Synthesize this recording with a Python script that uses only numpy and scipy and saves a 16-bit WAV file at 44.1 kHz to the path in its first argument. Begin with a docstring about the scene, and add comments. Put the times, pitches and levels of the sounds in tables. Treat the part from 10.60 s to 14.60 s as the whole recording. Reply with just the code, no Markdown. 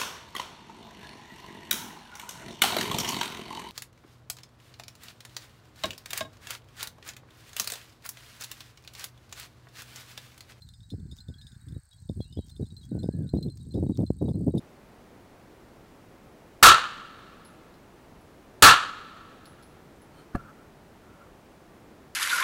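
"""Goats graze in an open field. From the start, pellets ping and clink in their collar bells and grass rips,
over a light breeze and an insect's fast, high ticking. Far birds whistle at about 0.5, 1.6 and 2.3 s.
The insect grows louder near 1 s, and a neighbour briefly joins it. From 1.5 s the puffs of wind come
thicker and harder, their eddies thumping the microphone under the bells to the end."""
import sys
import numpy as np
from scipy import signal
from scipy.fft import rfft, irfft, next_fast_len
from scipy.io import wavfile
from scipy.ndimage import uniform_filter1d, map_coordinates

SR = 44100
rng = np.random.default_rng(int(sys.argv[2]) if len(sys.argv) > 2 else 0)


def transcribe(signal):
    """Save signal, clipped to [-1, 1], as a 16-bit WAV file at the path in sys.argv[1]."""
    frames = np.atleast_2d(signal).T
    limited = np.clip(frames, -1, 1)
    pcm = np.round(limited * 32767).astype(np.int16)
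    wavfile.write(sys.argv[1], SR, pcm)


N = 176400

# Tone of the open air and of the distant bird chorus. Each row: frequency in Hz, gain in dB.
AIR_EQ = [(400, -4.5), (900, 4), (2600, -36), (4400, 9.5), (5800, -15), (8100, 10.5), (9800, -33),
          (15500, -23)]
CHORUS_EQ = [(600, -20), (900, -10), (1200, -4), (1600, 6), (2700, -17)]
# Swells of the chorus. Each row: time in seconds, level in dB.
CHORUS_LEVEL = [(0, -77), (.7, -75), (1.25, -73.5), (1.55, -86.5), (2.35, -75.5), (2.9, -86.5)]

# Two bird tunes. Each row: seconds into the call, pitch in Hz.
ARCHED_CALL = [(0, 1500), (0.172, 1488), (.24, 1692), (0.282, 1710), (.33, 1620), (.43, 1313)]
RISING_CALL = [(0, 2560), (0.077, 2950), (0.268, 3300)]
# Bird cues. Each row: start in seconds, tune.
BIRD_CUES = [(.545, ARCHED_CALL), (1.625, RISING_CALL), (2.285, ARCHED_CALL)]

# Partials of one insect tick. Each row: frequency ratio, gain in dB.
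TICK_PARTIALS = [(0.9875, -2.5), (1.44, -18)]
# Fader for both insects. Each row: time in seconds, level in dB.
INSECT_LEVEL = [(0, -66), (.6, -69.5), (1.1, -57.5), (4, -54.5)]
# The neighbour's turns. Each row: start and end in seconds; silent if the end comes first.
NEIGHBOUR_CUES = [(1.0, 1.02), (1.54, 1.62), (2.43, 1.9)]

# Rips of grass. Each row: centre in seconds, half-width in seconds, level in dB.
TEARS = [(0.09, 0.0024, -57), (0.563, .004, -65), (0.575, 0.024, -60.5), (0.814, 0.0029, -62.5),
         (1.336, 0.0043, -60.5), (1.887, 0.041, -61.5), (2.244, 0.061, -68), (2.973, 0.0072, -62.5),
         (3.374, 0.003, -50)]
# Tone of the grass. Each row: frequency in Hz, gain in dB.
GRASS_EQ = [(1000, 7.5), (2800, 3), (4500, 14.5), (6800, 15.5), (9500, 2.5), (15500, 5)]

# The breeze between puffs. Each row: time in seconds, level in dB.
BREEZE_LEVEL = [(0, -51), (.95, -48.5), (1.28, -60.5), (1.45, -49.5), (2.1, -45.5), (3.1, -41), (4, -38.5)]
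# Puffs of wind. Each row: start in seconds, hold in seconds, level in dB.
PUFFS = [(.318, 0.03, -34.5), (0.373, 0.16, -43), (0.685, 0.027, -39), (1.065, .11, -40.5),
         (1.489, 0.04, -35), (1.556, 0.043, -33.5), (1.768, 0.022, -30.5), (1.996, 0.033, -28),
         (2.314, 0.15, -33), (2.535, .12, -32), (2.734, 0.045, -25), (2.81, 0.076, -31.5),
         (3.143, .125, -26.5), (3.294, 0.018, -27), (3.382, 0.054, -25.5), (3.611, 0.1, -27.5),
         (3.741, 0.097, -28.5), (3.868, .022, -24.5), (3.938, 0.038, -24.5)]
# Single eddies hitting the microphone. Each row: time in seconds, level in dB before the low cut.
THUMPS = [(.34, -31), (0.701, -40), (1.498, -22.5), (1.605, -23), (1.791, -21.5), (2.353, -23),
          (2.443, -20), (2.49, -15), (2.739, -15), (3.228, -17.5), (3.392, -16), (3.505, -12),
          (3.881, -15.5)]
# Tone of the rumble at speed 1 and of the wind's fine crackle. 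Each row: frequency in Hz, gain in dB.
EDDY_EQ = [(20, -14.5), (90, 7), (250, 0), (450, -16.5), (700, -33), (1100, -63), (1800, -80),
           (4000, -111.5)]
CRACKLE_EQ = [(1200, -2.5), (2600, -11.5), (15000, -10)]

# Modes of each bell; the choked one lies against the collar: its main modes die at once in a clink, while a
# thin mode near 5 kHz rings on. Each row: frequency in Hz, gain in dB, seconds to fall 60 dB.
BELL_MODES = { "high": [(4128, 0, .115), (7540, -27, .13), (8025, -23, .16), (11910, -28, .12)],
              "middle": [(3840, 0, .15), (4620, -14, .12), (8625, -17, .15)], "low": [(3337, 0, .085),
              (11130, -29, .1)], "choked": [(3560, 0, .022), (3670, -1, .026), (4986, -20, .22),
              (5305, -28, .17), (6880, -24, .14), (8605, -23, .12), (9330, -28, .1), (10835, -25, .08)]}
# Pellet strikes on each bell. Each row: start in seconds, level in dB.
STRIKES = { "high": [(.02, -46), (.303, -50), (.604, -44.5), (.783, -52), (1.613, -48.5), (1.912, -52),
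           (2.166, -44), (2.389, -49), (2.691, -46.5), (2.772, -49.5), (2.827, -37.5), (2.899, -50),
           (3.108, -52), (3.464, -46)], "middle": [(1.642, -56.5), (2.104, -52.5), (3.005, -57),
           (3.265, -60.5)], "low": [(.74, -51), (1.328, -53.5), (1.605, -49.5), (1.771, -50),
           (2.232, -53.5)], "choked": [(.089, -50), (.137, -47), (.303, -39), (.513, -43), (.586, -47),
           (.684, -48.5), (.814, -43.5), (.868, -42.5), (.919, -51), (1.085, -49.5), (1.491, -46.5),
           (1.725, -45.5), (1.895, -51), (1.964, -48), (2.055, -53.5), (2.431, -43.5), (3.14, -45),
           (3.354, -51), (3.688, -47), (3.98, -37)]}
# Tone of the pellet skidding in the shell. Each row: frequency in Hz, gain in dB.
SCRAPE_EQ = [(2900, -31.5), (3600, 1.5), (6000, -13), (15000, -20.5)]

AIR_DB, BIRD_DB, RUSTLE_DB, JIGGLE_DB = -72.5, -69.5, -80, -55
ECHO_SEND_DB, ECHO_T60_S = -5.5, .4
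TICKS_PER_S, TICK_LIMP, TICK_JITTER_S = 36, .14, .00062  # the limp swings the ticks into pairs
TICK_HZ, TICK_FALL_HZ_PER_S, TICK_WIDTH_S = 8676, 128000, .0019
PUFF_RISE_S, PUFF_FALL_S, THUMP_WIDTH_S = .0051, .013, .0012
WIND_DB_PER_OCTAVE, FLUTTER_DB, LOW_CUT_HZ, CRACKLE_DB = 17, 2, 65.2, -43.5
BELL_ATTACK_S, MODE_SPREAD_DB, CLICK_DB, CLICK_T60_S = .00095, 4.5, -11, .03
REBOUND_S, REBOUND_DB = .0071, -12
TOP_HZ = 15850


def amp(db):
    """Decibels to gain."""
    return 10 ** (np.asarray(db) / 20)


def unit(x):
    """Scale to rms 1."""
    return x / np.sqrt(np.mean(x ** 2) + 1e-20)


def curve(rows):
    """An automation lane: (seconds, value) points as one value per sample."""
    return np.interp(np.arange(N) / SR, *np.transpose(rows))


def wobble(rate):
    """A smooth random curve, rate knots a second."""
    return map_coordinates(rng.standard_normal(2048), [np.arange(N) * rate / SR], mode="wrap")


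def noise(eq, size=N):
    """Noise of rms 1 coloured by (Hz, dB) points."""
    hz, db = np.transpose(eq)
    gain = amp(np.interp(np.log(np.fft.rfftfreq(size, 1 / SR) + 1), np.log(hz), db))
    return unit(irfft(rfft(rng.standard_normal(size)) * gain, size))


def add(out, start, sound):
    """Mix a sound in at a time in seconds."""
    i = int(np.clip(round(start * SR), 0, N))
    out[i:i + len(sound)] += sound[:N - i]


def field():
    """The bed: near-steady air with a high hiss, and a swelling haze of distant birds."""
    air = amp(AIR_DB + wobble(17)) * noise(AIR_EQ)
    chorus = amp(curve(CHORUS_LEVEL) + 2.4 * wobble(8.64)) * noise(CHORUS_EQ)
    return air + chorus


def birds():
    """Far whistles with a slight waver, blurred by the field's echo."""
    calls = np.zeros(N)
    for start, tune in BIRD_CUES:
        when, hz = np.transpose(tune)
        t = np.arange(int(when[-1] * SR)) / SR
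        pitch = np.interp(t, when, hz) * (1 + .0097 * wobble(121.7)[:len(t)])
        whistle = np.sin(2 * np.pi * np.cumsum(pitch) / SR)
        add(calls, start, amp(BIRD_DB) * signal.windows.tukey(len(t), 1 / np.pi) * whistle)
    t = np.arange(SR // 2) / SR
    tail = rng.standard_normal(len(t)) * amp(-60 * t / ECHO_T60_S)
    echo = signal.fftconvolve(calls, tail / np.linalg.norm(tail))[:N]
    return calls + amp(ECHO_SEND_DB) * echo


def insect(start, end):
    """A limping train of wing strokes, each a tiny falling chirp."""
    t = np.arange(-SR // 100, SR // 100) / SR
    phase = 2 * np.pi * (TICK_HZ * t - TICK_FALL_HZ_PER_S * t * t / 2)
    chirp = sum(amp(db) * np.sin(ratio * phase) for ratio, db in TICK_PARTIALS)
    tick = np.exp(-(t / TICK_WIDTH_S) ** 2 / 2) * chirp
    out = np.zeros(N)
    for k, (late, accent_db) in enumerate(rng.standard_normal(size=(200, 2))):
        when = start + (k + TICK_LIMP * (-1) ** k) / TICKS_PER_S + TICK_JITTER_S * late
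        if when < end:
            add(out, when, amp(accent_db) * tick)
    return out * amp(curve(INSECT_LEVEL))


def grazing():
    """Short crackly rips of grass over the uneven rustle of the herd."""
    t = np.arange(N) / SR
    rips = sum(amp(db) * np.exp(-2 * ((t - centre) / width) ** 2) for centre, width, db in TEARS)
    rustle = amp(RUSTLE_DB + 2.8 * wobble(9.8))
    crunch = unit(noise(GRASS_EQ) * amp(5.5 * wobble(500)))
    return np.hypot(rips, rustle) * crunch


def thump(width):
    """The push and pull of one eddy passing the microphone, centred in a soft window."""
    u = np.arange(-SR // 50, SR // 50) / SR / width
    push = -u / (1 + u * u) ** 2
    return push / push.max() * np.hanning(len(u))


def wind():
    """Eddies buffet the microphone: a stronger puff carries them faster, so it is louder and brighter."""
    t = np.arange(N) / SR
    power = amp(curve(BREEZE_LEVEL)) ** 2
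    for start, hold, db in PUFFS:
        attack = np.clip((t - start) / PUFF_RISE_S + .5, 0, 1)
        release = np.exp(-np.maximum(t - start - hold, 0) / PUFF_FALL_S)
        power += (amp(db) * attack * release) ** 2
    level_db = 10 * np.log10(power) + FLUTTER_DB * wobble(90)
    speed = 2 ** ((level_db + 30) / WIND_DB_PER_OCTAVE)  # varispeed: 1 at -30 dB
    eddies = noise(EDDY_EQ, size=2 * N)
    eddies /= np.sqrt(np.abs(uniform_filter1d(eddies ** 2, size=1100)))  # even out the level
    pressure = amp(level_db) * map_coordinates(eddies, [np.cumsum(speed)], mode="wrap")
    thumps = [(when, db, THUMP_WIDTH_S) for when, db in THUMPS]
    jabs = [(i / SR, level_db[i] + 2 * rng.normal(), THUMP_WIDTH_S / speed[i])
            for i in rng.integers(N, size=170)]
    for when, db, width in thumps + jabs:
        push = thump(width)
        add(pressure, when - len(push) / SR / 2, amp(db) * push)
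    crackle = amp(CRACKLE_DB) * np.abs(pressure) * noise(CRACKLE_EQ)
    low_cut = signal.butter(3, LOW_CUT_HZ, "high", fs=SR, output="sos")
    return signal.sosfilt(low_cut, pressure) + crackle


def ping(modes):
    """One contact of the pellet: a short click, and the shell's modes ring in a fresh balance."""
    t = np.arange(SR // 4) / SR
    tone = np.zeros(len(t))
    for k, (hz, db, t60) in enumerate(modes):
        spread_db = MODE_SPREAD_DB * rng.normal() * (k > 0)
        tone += amp(db + spread_db - 60 * t / t60) * np.sin(2 * np.pi * (hz * t + rng.random()))
    click = amp(CLICK_DB - 60 * t / CLICK_T60_S) * noise(SCRAPE_EQ, size=len(t))
    return tone * (1 - np.exp(-t / BELL_ATTACK_S)) + click


def bells():
    """Collar bells: the pellet strikes and rebounds three times; all but the low bell also jiggle."""
    out = np.zeros(N)
    for name, modes in BELL_MODES.items():
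        for start, db in STRIKES[name]:
            add(out, start, amp(db) * ping(modes))
            rebounds = np.cumsum(REBOUND_S * (.5 + rng.random(size=3)))
            for k, delay in enumerate(rebounds):
                add(out, start + delay, amp(db + REBOUND_DB) / (k + 1) * ping(modes))
    for name in ("high", "middle", "middle", "choked", "choked"):
        jiggles = rng.random(size=(22, 2))
        for k, (late, softness) in enumerate(jiggles):
            start = (k + late) * N / SR / len(jiggles)
            add(out, start, amp(JIGGLE_DB - 20 * softness) * ping(BELL_MODES[name]))
    return out


def scene():
    """The mono mix, everything at one microphone."""
    insects = insect(0, N / SR) + sum(insect(start, end) for start, end in NEIGHBOUR_CUES)
    return (bells() + wind() + grazing() + insects + birds() + field())[None]


def record(dry):
    """A tiny fade at each end and a brick-wall cut above TOP_HZ."""
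    size = next_fast_len(N + SR // 2)
    fade = signal.windows.tukey(N, .002)
    passband = np.fft.rfftfreq(size, 1 / SR) < TOP_HZ
    return irfft(rfft(dry * fade, size) * passband, size)[..., :N]


dry = scene()
out = record(dry)
transcribe(out)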